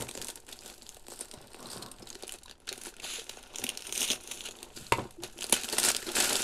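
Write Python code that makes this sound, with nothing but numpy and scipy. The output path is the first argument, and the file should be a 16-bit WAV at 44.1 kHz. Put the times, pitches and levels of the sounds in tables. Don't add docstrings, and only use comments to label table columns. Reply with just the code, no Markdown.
import sys
import numpy as np
from scipy import signal
from scipy.fft import rfft, irfft, next_fast_len
from scipy.io import wavfile
from scipy.ndimage import uniform_filter1d

SR = 44100
rng = np.random.default_rng(int(sys.argv[2]) if len(sys.argv) > 2 else 0)


def transcribe(u):
    v = np.clip(np.atleast_2d(u).T, -1, 1)
    q = np.round(v * 32767).astype(np.int16)
    wavfile.write(sys.argv[1], SR, q)


N = 283563
TIME = np.arange(N) / SR

# peak t/s, swell t/s, fade t/s, rustle level/dB, treble over middle level/dB, parcel boom level/dB
HAND_MOVES = [(0.0, .05, 0.11, -42.5, 5, -37.5), (0.294, 0.5, 0.11, -44, 5.5, -51),
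              (.377, 0.04, .04, -49, 5, -52.5), (.493, 0.024, 0.13, -46, -0.5, -52.5),
              (.65, .05, 0.17, -47, 4, -60), (.705, .18, 0.069, -48, 5, -52.5),
              (.9, 1, 0.33, -54.5, 5, -61), (1.119, 0.059, 0.13, -45.5, 12, -53),
              (1.223, 0.12, 0.11, -45.5, 4, -52), (1.341, 0.047, 0.24, -53, 0, -50.5),
              (1.688, 0.45, 0.065, -49, 2.5, -50.5), (1.72, 0.027, 0.22, -41, 3, -47.5),
              (1.98, 0.08, 0.17, -56, -1, -61), (2.077, 0.044, 0.42, -51.5, 1, -53.5),
              (2.227, 0.07, 0.086, -51, -5, -55), (2.297, 0.039, .1, -56, 2, -56),
              (2.349, 0.11, 0.06, -49.5, 2, -53), (2.51, 0.098, 0.046, -52, -11, -65),
              (2.679, 0.011, .13, -42.5, -11, -53), (2.878, 0.17, 0.057, -41.5, 4.5, -51),
              (3.043, 0.028, 0.53, -45, 3, -54), (3.197, 0.47, 0.035, -48.5, -7, -56.5),
              (3.308, 0.047, 0.087, -48, 1, -56), (3.39, 0.11, .03, -49, -7, -56),
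              (3.52, 0.026, .2, -59, -8, -62), (3.577, 0.0078, 0.22, -42, 3, -59),
              (3.702, 0.62, 0.26, -48.5, -9, -50), (3.869, 0.12, 0.15, -43.5, 0.5, -58),
              (4.029, 0.15, 0.059, -29.5, 9, -42), (4.118, 0.055, 0.071, -32, 1, -40.5),
              (4.308, 0.18, 0.4, -41.5, 4, -51.5), (4.46, 0.034, 0.038, -37, -12, -66),
              (4.633, 0.39, 0.23, -57.5, -6, -51.5), (4.77, 0.051, 0.43, -45.5, 1.5, -67),
              (4.933, 0.017, 0.11, -40, -2, -53), (5.242, 0.02, 0.038, -36, -1.5, -42.5),
              (5.28, 0.077, 0.12, -53, -5, -58), (5.428, 0.055, 0.075, -38.5, 0, -49),
              (5.49, 0.23, .1, -45, 8, -52), (5.536, 0.021, .12, -28.5, 0.5, -42),
              (5.647, 0.055, 0.055, -39, 5, -49), (5.733, 0.082, 0.11, -34, 1, -39.5),
              (5.795, 0.052, 0.26, -31, 8, -43), (5.85, .06, 0.079, -31.5, 5, -49),
              (5.896, 0.13, 0.042, -24, 0.5, -38.5), (5.95, 0.12, 0.21, -42, -15, -50),
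              (6.078, 0.022, 0.1, -36, -8, -40), (6.168, 0.03, 0.37, -25.5, -1, -38.5),
              (6.27, 0.27, .4, -32.5, 9.5, -45), (6.4, 0.44, 0.33, -31.5, 2, -44.5)]


def undb(db):
    return 10 ** (np.asarray(db) / 20)


def unit(x):
    return x / np.sqrt(np.mean(x ** 2))


def colour(x, points):
    hz, db = np.transpose(points)
    size = next_fast_len(len(x))
    log_f = np.log(np.maximum(np.fft.rfftfreq(size, 1 / SR), 1))
    gain = undb(np.interp(log_f, np.log(hz), db))
    return irfft(rfft(x, size) * gain, size)[:len(x)]


def band(x, hz, width_hz):
    hz = min(hz, .45 * SR)
    return signal.lfilter(*signal.iirpeak(hz, hz / width_hz, fs=SR), x)


def high_pass(x, hz):
    return signal.sosfilt(signal.butter(2, hz, "high", fs=SR, output="sos"), x)


def decay(t, t60_s):
    return np.exp(-np.log(1000) * t / t60_s)


def blend(first, second, db):
    return (undb(db) * first + second) / np.hypot(1, undb(db))


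def grains(spread_db, per_s, length_s):
    chance = rng.random((N, 2)).T
    sizes = undb(-spread_db * np.log(1 - chance[1]))
    hits = (chance[0] < per_s / SR) * sizes
    shape = signal.lfilter([1], [1, -np.exp(-1 / (length_s * SR))], hits)
    local = np.sqrt(uniform_filter1d(shape ** 2, size=SR // 16)) + 1e-9
    return shape / local * rng.standard_normal(N)


def follow(table):
    s, *columns = np.transpose(table)
    return [np.interp(TIME, s, c) for c in columns]


def swell(table, edge_s=.01):
    s, db = np.transpose(table)
    edges = np.clip(np.minimum(TIME - s[0], s[-1] - TIME) / edge_s, 0, 1)
    return edges * undb(np.interp(TIME, s, db))


def surge(peak_s, swell_s, fade_s):
    late = TIME[::64] - np.reshape(peak_s, (-1, 1))
    span = np.where(late < 0, -np.reshape(swell_s, (-1, 1)), np.reshape(fade_s, (-1, 1)))
    return undb(-40 * np.abs(late / span))


def summed(power, db, rest_db):
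    return np.interp(TIME, TIME[::64], np.sqrt(undb(db) ** 2 @ power + undb(rest_db) ** 2))


def hush():
    # f/Hz, level/dB per Hz
    room_tone = [(12, 3.5), (20, 0.5), (77, -12.5), (142, -68), (422, -27), (780, -67), (1400, -94),
                 (2080, -68), (8180, -69), (9670, -77), (16000, -49)]
    return undb(-56.5) * unit(colour(rng.standard_normal(N), room_tone))


def walls(near):
    tail_db, t60_s, build_up_s = -11.5, 0.096, 0.0065
    t = np.arange(SR // 3) / SR
    reflections = rng.standard_normal(len(t)) * decay(t, t60_s) * np.minimum(t / build_up_s, 1)
    reflections = reflections / np.sqrt(np.sum(reflections ** 2))
    return undb(tail_db) * signal.fftconvolve(near, reflections)[:N]


def parcel(x):
    # f/Hz, width f/Hz, level/dB
    resonances = [(222.4, 62, -6.5), (374, 103.6, 4), (537, 630, -2.5), (905, 322, -2), (1640, 880, -21)]
    return sum((-1) ** k * undb(db) * band(x, hz, width)
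               for k, (hz, width, db) in enumerate(resonances))


def weight():
    # t/s, parcel boom level/dB, table rumble level/dB
    jolt_table = [(0.0, -50, -38), (.2, -48, -50.5), (1.22, -57, -62), (1.43, -59, -57), (1.77, -57, -51),
                  (2.02, -51.5, -51.5), (2.72, -53, -65), (3.04, -49, -67), (3.63, -55, -53.5),
                  (3.9, -51, -63), (4.12, -47, -56), (4.82, -62, -47.5), (4.99, -36.5, -37),
                  (5.232, -54, -52.5), (5.53, -47, -47), (5.87, -50, -48), (6.09, -46, -58),
                  (6.21, -36.5, -59), (6.32, -33, -70)]
    jolt_swell_s, jolt_fade_s = 0.065, 0.096
    rest_boom_db, rest_table_db = -65.5, -68.5
    s, swell_s, fade_s, *_, hand_db = np.transpose(HAND_MOVES)
    jolt_s, boom_db, table_db = np.transpose(jolt_table)
    jolts = surge(jolt_s, jolt_swell_s, jolt_fade_s)
    moves = np.vstack([surge(s, swell_s, fade_s), jolts])
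    pressure = summed(moves, np.r_[hand_db, boom_db], rest_boom_db)
    push = blend(grains(2.0, 300, 0.0039), rng.standard_normal(N), 4.7)
    boom = unit(parcel(push))
    rumble = unit(band(band(rng.standard_normal(N), 132, 180), 132, 180))
    return pressure * boom + summed(jolts, table_db, rest_table_db) * rumble


def scuff():
    # t/s, level/dB
    strength = [(1.56, -67), (1.584, -77), (1.594, -51), (1.672, -49), (1.686, -56), (1.844, -46.5),
                (1.944, -57.5), (1.97, -70)]
    # f/Hz, level/dB per Hz
    tone = [(59, -38), (100, -2), (157, 4.5), (733, -2), (823, -10), (1070, 2), (2200, -25), (2860, -49),
            (4840, -120)]
    return unit(colour(grains(1.5, 1300, 0.0082), tone)) * swell(strength)


def knife():
    # t/s, peak level of the ring/dB, hardness from 0 to 1
    knocks = [(4.808, -45, 0), (4.921, -11.5, 0.75), (4.939, -47, 0.9), (4.984, -22, 0.36),
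              (5.017, -34, 0.3), (5.053, -35, 0.24)]
    # f/Hz, level before softening/dB, time to fall 60 dB t/s
    modes = [(93.5, -12, 0.1), (130, -3.5, 0.066), (219, -28, 0.088), (344, 1.5, 0.049), (540, -7.5, 0.099),
             (755, -27, 0.094), (911, -1, 0.083), (994, 11.5, 0.021), (1200, -4, 0.049), (1265, -6, 0.077),
             (1647, -11, 0.05), (1720, -10, 0.046), (2030, -13, 0.14), (2080, -11, .05), (2254, 3, 0.025),
             (2450, 2.5, 0.018), (2695, 4, 0.045), (4450, -13, .03), (10300, -18, .03)]
    rattle_db, rattle_t60_s = -9.5, 0.14
    out, t = np.zeros(N + SR), np.arange(SR // 3) / SR
    for s, db, hard in knocks:
        edge_hz = 150 * 60 ** np.clip(hard, 0, 1)
        ring = np.zeros(len(t))
        for k, (hz, mode_db, t60_s) in enumerate(modes):
            strength = (-1) ** k * undb(mode_db) / np.hypot(1, (hz / edge_hz) ** 2)
            ring += strength * decay(t, t60_s) * np.sin(2 * np.pi * hz * t)
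        ring = ring / np.abs(ring).max()
        rattle = undb(rattle_db) * rng.standard_normal(len(t)) * decay(t, rattle_t60_s)
        rattle = rattle / np.sqrt(SR * 0.005)
        i = int(s * SR)
        out[i:i + len(t)] += undb(db) * (ring + signal.fftconvolve(ring, rattle)[:len(t)])
    return out[:N]


def hum():
    # t/s, f/Hz, level/dB
    path = [(5.172, 349.5, -70), (5.19, 336, -40.5), (5.214, 343, -51), (5.252, 370, -41.5),
            (5.27, 369, -72)]
    hz, _ = follow(path)
    gain = np.sqrt(2) * swell([(s, db) for s, _, db in path])
    return gain * np.sin(2 * np.pi * np.cumsum(hz) / SR)


def pops():
    # t/s, peak level of its envelope/dB, starting f/Hz, time to fall 60 dB t/s
    panels = [(0.155, -40, 333, 0.073), (0.175, -36.5, 536, 0.056), (1.124, -50, 380, 0.02),
              (1.375, -38.5, 156, 0.031), (2.026, -40.5, 345, 0.036), (2.156, -38.5, 387, 0.045),
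              (2.236, -40, 376, 0.044), (2.456, -48, 1014, 0.05), (2.715, -37.5, 395, 0.078),
              (2.869, -37.5, 355, 0.057), (3.185, -39, 459, 0.089), (3.594, -35.5, 417, 0.023),
              (3.643, -31.5, 247, 0.037), (4.104, -30.5, 273, 0.037), (4.772, -37.5, 345, 0.033),
              (5.361, -44.5, 340, 0.14), (5.643, -38, 227, 0.056), (5.734, -28, 436, 0.041),
              (5.948, -54, 730, 0.033), (6.03, -34, 380, 0.026), (6.082, -29.5, 364, 0.076),
              (6.33, -39, 500, 0.046)]
    out, t = np.zeros(N + SR), np.arange(SR // 8) / SR
    for s, db, hz, t60_s in panels:
        fall = (1 - np.exp(-t / 0.00058)) * decay(t, np.clip(t60_s, .01, .15))
        tone = np.sin(2 * np.pi * hz * t * (1 - 0.43 * t))
        i = int(s * SR)
        out[i:i + len(t)] += undb(db) * fall / fall.max() * tone
    return out[:N]


def rasp():
    # t/s, level/dB
    strokes = [
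        [(3.02, -53), (3.046, -38), (3.064, -43), (3.14, -37.5), (3.18, -42.5), (3.196, -44), (3.25, -59)],
        [(3.96, -38), (3.966, -41), (4.046, -33), (4.06, -38), (4.11, -37), (4.17, -55)],
    ]
    # f/Hz, width of the first filter f/Hz, level/dB
    resonances = [(2000, 520, -16), (3420, 2900, 8), (6340, 1500, 5), (9700, 2000, 4.5)]
    fibres = grains(0.72, 5000, 0.0022)
    scrape = sum(undb(db) * band(band(fibres, hz, width), hz, 2 * width)
                 for hz, width, db in resonances)
    return unit(scrape) * sum(map(swell, strokes))


def snaps():
    # t/s, peak level/dB, ring f/Hz, top treble level/dB, thump level/dB, length t/s (held to 0.4-30 ms)
    creases = [(.0089,-21,8600,1,-45,.001),(0.021,-22,8300,2,-31,0.0045),(.0864,-27,2550,0,-40,.0047),(.091,-25,8200,-3,-36,.0019),(0.112,-25.5,8760,-6,-43,0.0013),(0.15,-26.5,7400,-14,-33,0.004),(0.175,-25,6700,-17,-29,0.0012),(.216,-22,2560,-2,-57,0.0015),(0.224,-20.5,4590,3,-48,.001),(0.246,-21,7520,6,-54,.0012),(0.2837,-18,8900,4,-40,0.0022),(0.2896,-22,6630,-6,-28,0.0015),(.301,-25,3530,-4,-42,0.0015),(.3567,-25.5,8400,11,-50,.0017),(.4665,-34,8010,7,-46,.0007),(0.485,-33,7900,-8,-41,0.0014),(0.49,-29,8530,-9,-28,0.00058),(0.5245,-29,3620,1.5,-42,0.0094),(0.59,-30.5,4740,1,-47,0.0011),(.635,-35,7490,-6,-43,.0013),(.66,-28,7100,-12,-40,0.0014),(.699,-32,4140,-6,-38,.0023),(0.74,-39,4950,-8,-47,0.0014),(.8212,-33.5,4600,-3,-41,0.0016),(0.866,-32.5,3630,-17,-63,0.00082),(0.8913,-26,6700,-16,-64,0.0013),(0.945,-35.5,8900,5,-62,0.0024),(0.9656,-38,2840,7,-40,0.0069),(1.067,-35.5,4050,-8,-42,0.0019),(1.0832,-29.5,7200,-7,-34,0.00097),(1.108,-31,7060,-8,-54,0.0009),(1.116,-35.5,8350,-11,-36.5,0.0088),(1.1905,-29,8400,12,-49,.0024),(1.2086,-21,8400,10,-48,0.001),(1.211,-24.5,8440,2,-31.5,0.0022),(1.255,-33,7880,-5,-47,.0016),(1.3125,-30,6850,-5,-63,.0027),(1.338,-31.5,3880,2,-36.5,0.0023),(1.533,-34,8500,-11,-57,.0013),(1.5446,-35,2820,-12,-31,0.0012),(1.628,-26.5,6660,-18,-41,0.00059),(1.655,-35.5,4100,-28,-40.5,0.0063),(1.699,-30,4550,2,-52,0.01),(1.732,-26.5,4500,3,-34,0.0014),(1.8227,-28,4200,0,-46,0.0064),(1.862,-27,3770,-14,-42,.0011),(1.914,-30.5,8400,3,-62,.005),(2.02,-37,5170,-21,-53,.011),(2.0704,-32.5,4030,-3,-58,0.0052),(2.102,-25,6400,-22,-44,0.0018),(2.1276,-31,4820,-9,-54,.0031),(2.1525,-27.5,3980,-9,-37.5,0.0025),(2.2248,-26,3680,9,-41,.0014),(2.2334,-29,4250,-9,-35.5,0.0029),(2.2695,-31,9200,-2,-59,.0009),(2.278,-23.5,10100,4,-49,0.003),(2.293,-24,2920,-15,-55,0.002),(2.3222,-16.5,9800,7.5,-53,0.00032),(2.338,-29,7900,-3,-41,.0029),(2.385,-38,4050,2,-66,0.0041),(2.432,-38,4570,9,-65,.0057),(2.459,-35,3870,-2,-47,0.0028),(2.495,-33,3640,-10,-40.5,0.0044),(2.511,-27,4420,-10,-40,0.002),(2.6015,-44,9700,-3,-52,0.0015),(2.671,-30.5,3470,5,-66,0.0025),(2.6895,-19.5,4220,-12,-51,0.003),(2.7187,-34,2600,-15,-39,0.0039),(2.7274,-19,9400,-12,-42,0.00096),(2.776,-33,8950,-1,-43,0.0057),(2.814,-31,9820,-3,-54,.0009),(2.836,-25,9700,8,-40,.001),(2.8507,-26,9500,-14,-55,0.001),(2.866,-28.5,9350,-12,-43.5,0.007),(2.966,-34,2730,5,-47,.0022),(2.998,-31.5,2640,-17,-57,0.0042),(3.023,-31,3700,-3,-46,.0016),(3.1954,-28,3480,-30,-61,0.0028),(3.2928,-24,3340,-23,-35,0.0057),(3.37,-36.5,6400,-17,-37,0.0041),(3.429,-35.5,9100,-8,-68,0.0014),(3.5367,-39,3960,-19,-42.5,0.0044),(3.5576,-23,6840,-10,-47,0.0029),(3.5847,-18.5,5860,-9,-38,0.0014),(3.6386,-16.5,10600,-8,-33.5,0.0045),(3.666,-21.5,2690,-21,-52,0.0023),(3.69,-14.5,2780,2,-41,0.003),(3.7,-21.5,2670,-17,-55,0.0021),(3.773,-19.5,4600,-19,-44,0.0027),(3.806,-29,2740,-6,-55,0.0012),(3.8219,-26,4070,-14,-49,.0014),(3.868,-27.5,9000,-10,-56,.0033),(3.925,-12.5,6400,4,-29,0.00031),(3.9507,-25,2450,-19,-46,0.0025),(3.959,-20,2500,-1,-55,0.0021),(3.977,-11.5,6640,4,-42,.0018),(4.016,-17.5,2980,3,-40,0.0042),(4.029,-15,5800,2,-37,0.0023),(4.041,-21,3040,-14,-47,.0036),(4.078,-16.5,3200,-13,-59,0.0013),(4.0866,-19,3230,-11,-39,.0013),(4.102,-13,3100,-19,-43,0.0013),(4.106,-18,3250,-18,-32,.0031),(4.1118,-16.5,4700,-16,-42,.011),(4.1307,-23.5,2920,-2,-30.5,.0037),(4.312,-22.5,2680,-6,-41,0.0043),(4.319,-23.5,7160,-8,-45,0.0037),(4.373,-29,3370,0,-60,0.0027),(4.4075,-20,3270,-14,-59,.0005),(4.453,-26.5,2920,3,-57,0.0087),(4.462,-28,2840,-18,-52,0.0082),(4.4847,-31,3320,-4,-38,0.0066),(4.508,-32,6760,-14,-44,0.0042),(4.587,-36,3430,-10,-44,0.0026),(4.629,-23.5,8800,-11,-38.5,0.0018),(4.759,-32,5060,1,-53,0.019),(4.867,-31.5,4160,-10,-53,0.0013),(4.9214,-13,2870,2,-11.5,0.0038),(5.108,-34.5,9050,-12,-51,0.0025),(5.2354,-20.5,4200,4,-25,0.0012),(5.388,-28,3040,-18,-37,0.0019),(5.408,-24.5,7600,-17,-52,0.003),(5.4205,-21,2900,0,-37,0.0012),(5.4253,-19,2700,-2,-35,0.0011),(5.4414,-19.5,4770,6,-36.5,0.0023),(5.494,-24,10800,3,-38.5,.0066),(5.5237,-2,9530,-1,-15.5,0.0061),(5.538,-17,3100,-8,-52,.0048),(5.561,-24,2570,-5,-43,.014),(5.6214,-28.5,4390,-7,-47,.0016),(5.6343,-20,3040,2,-44,0.0027),(5.6432,-22,3100,-9,-32,0.0024),(5.687,-19.5,2920,-3,-31,0.0035),(5.698,-24.5,4600,-16,-48,0.0024),(5.7246,-19,4430,3,-34,0.0064),(5.7327,-24,4540,-8,-21.5,.0041),(5.7812,-11.5,9100,-14,-23.5,0.0078),(5.831,-16,8850,-15,-48,.0023),(5.837,-13,4740,1,-31,.0058),(5.846,-12,9200,-8,-27,.0086),(5.856,-17,7500,3,-34,0.019),(5.885,-9,8200,-20,-32,0.0069),(5.9004,-16,5070,5,-30.5,0.0062),(5.915,-23,4350,-10,-47,.0028),(5.948,-13,3300,-18,-30,0.0011),(5.965,-13.5,4800,2.5,-47,0.0025),(6.024,-26.5,1870,-25,-36.5,0.006),(6.066,-28,4300,-20,-38,.003),(6.151,-20.5,7460,6,-35.5,0.02),(6.176,-21,7200,-19,-28.5,0.017),(6.201,-11.5,8000,-24,-29,0.0056),(6.2555,-14.5,7600,-3,-26,0.0017),(6.331,-11,9200,-5,-21,0.0012),(6.355,-11.5,4340,4,-29,0.0013)]
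    settle_db, settle_t60_s = -22.5, 0.095
    paper, push = np.zeros(N + SR), np.zeros(N + SR)
    t = np.arange(SR // 12) / SR
    for s, db, hz, top_db, thump_db, length_s in creases:
        body_noise, top_noise, thump_noise = rng.standard_normal((3, len(t)))
        length_s = np.clip(length_s, .0004, .03)
        flip = np.exp(-(t / length_s) ** 2)
        settling = undb(settle_db) * decay(t, settle_t60_s)
        fall = np.minimum(t / (0.38 * length_s), 1) * (flip + settling)
        ring = unit(band(body_noise, hz, 0.078 * hz))
        crack = 1.2 * unit(band(body_noise, 3800, 7100))
        top = undb(top_db) * unit(band(top_noise, 9600, 2700))
        burst = fall * (ring + crack + top)
        i = int(s * SR)
        paper[i:i + len(t)] += undb(db) * burst / np.abs(burst).max()
        push[i:i + len(t)] += undb(thump_db) * thump_noise * fall ** 1.8
    thumps = parcel(push[:N]) / np.std(parcel(rng.standard_normal(SR)))
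    return high_pass(paper[:N], 1500), thumps


def rustle():
    # f/Hz, level/dB per Hz
    paper_tone = [(530, -11), (900, -9), (1150, -8), (1440, 5.5), (2040, -4.5), (2600, 2.5), (3260, -1),
                  (5610, -1.5), (7680, -3.5), (11700, -4), (16000, -19.5)]
    split_hz, rest_db = 5630, -79
    s, swell_s, fade_s, db, treble_db, _ = np.transpose(HAND_MOVES)
    power = surge(s, swell_s, fade_s)
    limp_db = db - 10 * np.log10(1 + undb(treble_db) ** 2)
    loudness_db = 20 * np.log10(summed(power, db, rest_db))
    crackle_db = 4.5 - 0.16 * (loudness_db + 47.5)
    shared, *own = (grains(spread_db=10, per_s=650, length_s=0.0027) for _ in range(3))
    patches = []
    for mine in own:
        crackle = blend(mine, shared, 2.1)
        patches.append(colour(blend(crackle, rng.standard_normal(N), crackle_db), paper_tone))
    limp = signal.sosfilt(signal.butter(2, split_hz, fs=SR, output="sos"), patches[0])
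    stiff = high_pass(patches[1], split_hz)
    return (summed(power, limp_db, rest_db) * unit(limp)
            + summed(power, limp_db + treble_db, rest_db) * unit(stiff))


def echo(paper):
    # t/s, first peak of the comb f/Hz, strength from 0 to 1
    surface = [(0, 3800, 0.13), (.95, 3800, 0.35), (1.2, 4330, 0.33), (1.8, 4300, 0.42), (2.3, 3470, 0.23),
               (3.1, 3460, 0.19), (4.0, 3030, 0.42), (4.4, 3380, 0.6), (4.85, 3800, .35), (5.5, 3420, 0.25),
               (5.8, 4060, 0.1), (6.43, 3660, 0.18)]
    comb_hz, share = follow(surface)
    share = np.clip(share, 0, .95)
    late_copy = np.interp(TIME - 1 / comb_hz, TIME, paper)
    return (paper + share * late_copy) / np.hypot(1, share)


def scene():
    creases, thumps = snaps()
    paper = echo(rustle() + creases + rasp())
    near = paper + thumps + weight() + knife() + hum() + scuff() + pops()
    return (near + walls(near) + hush())[None]


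def record(dry):
    treble_drop = [(20, -1), (9000, 0), (12000, -5), (15600, -12), (15900, -35)]  # f/Hz, level/dB
    soft = np.array([colour(x, treble_drop) for x in dry])
    return signal.sosfilt(signal.ellip(8, .2, 70, 16500, fs=SR, output="sos"), soft)


dry = scene()
out = record(dry)
transcribe(out)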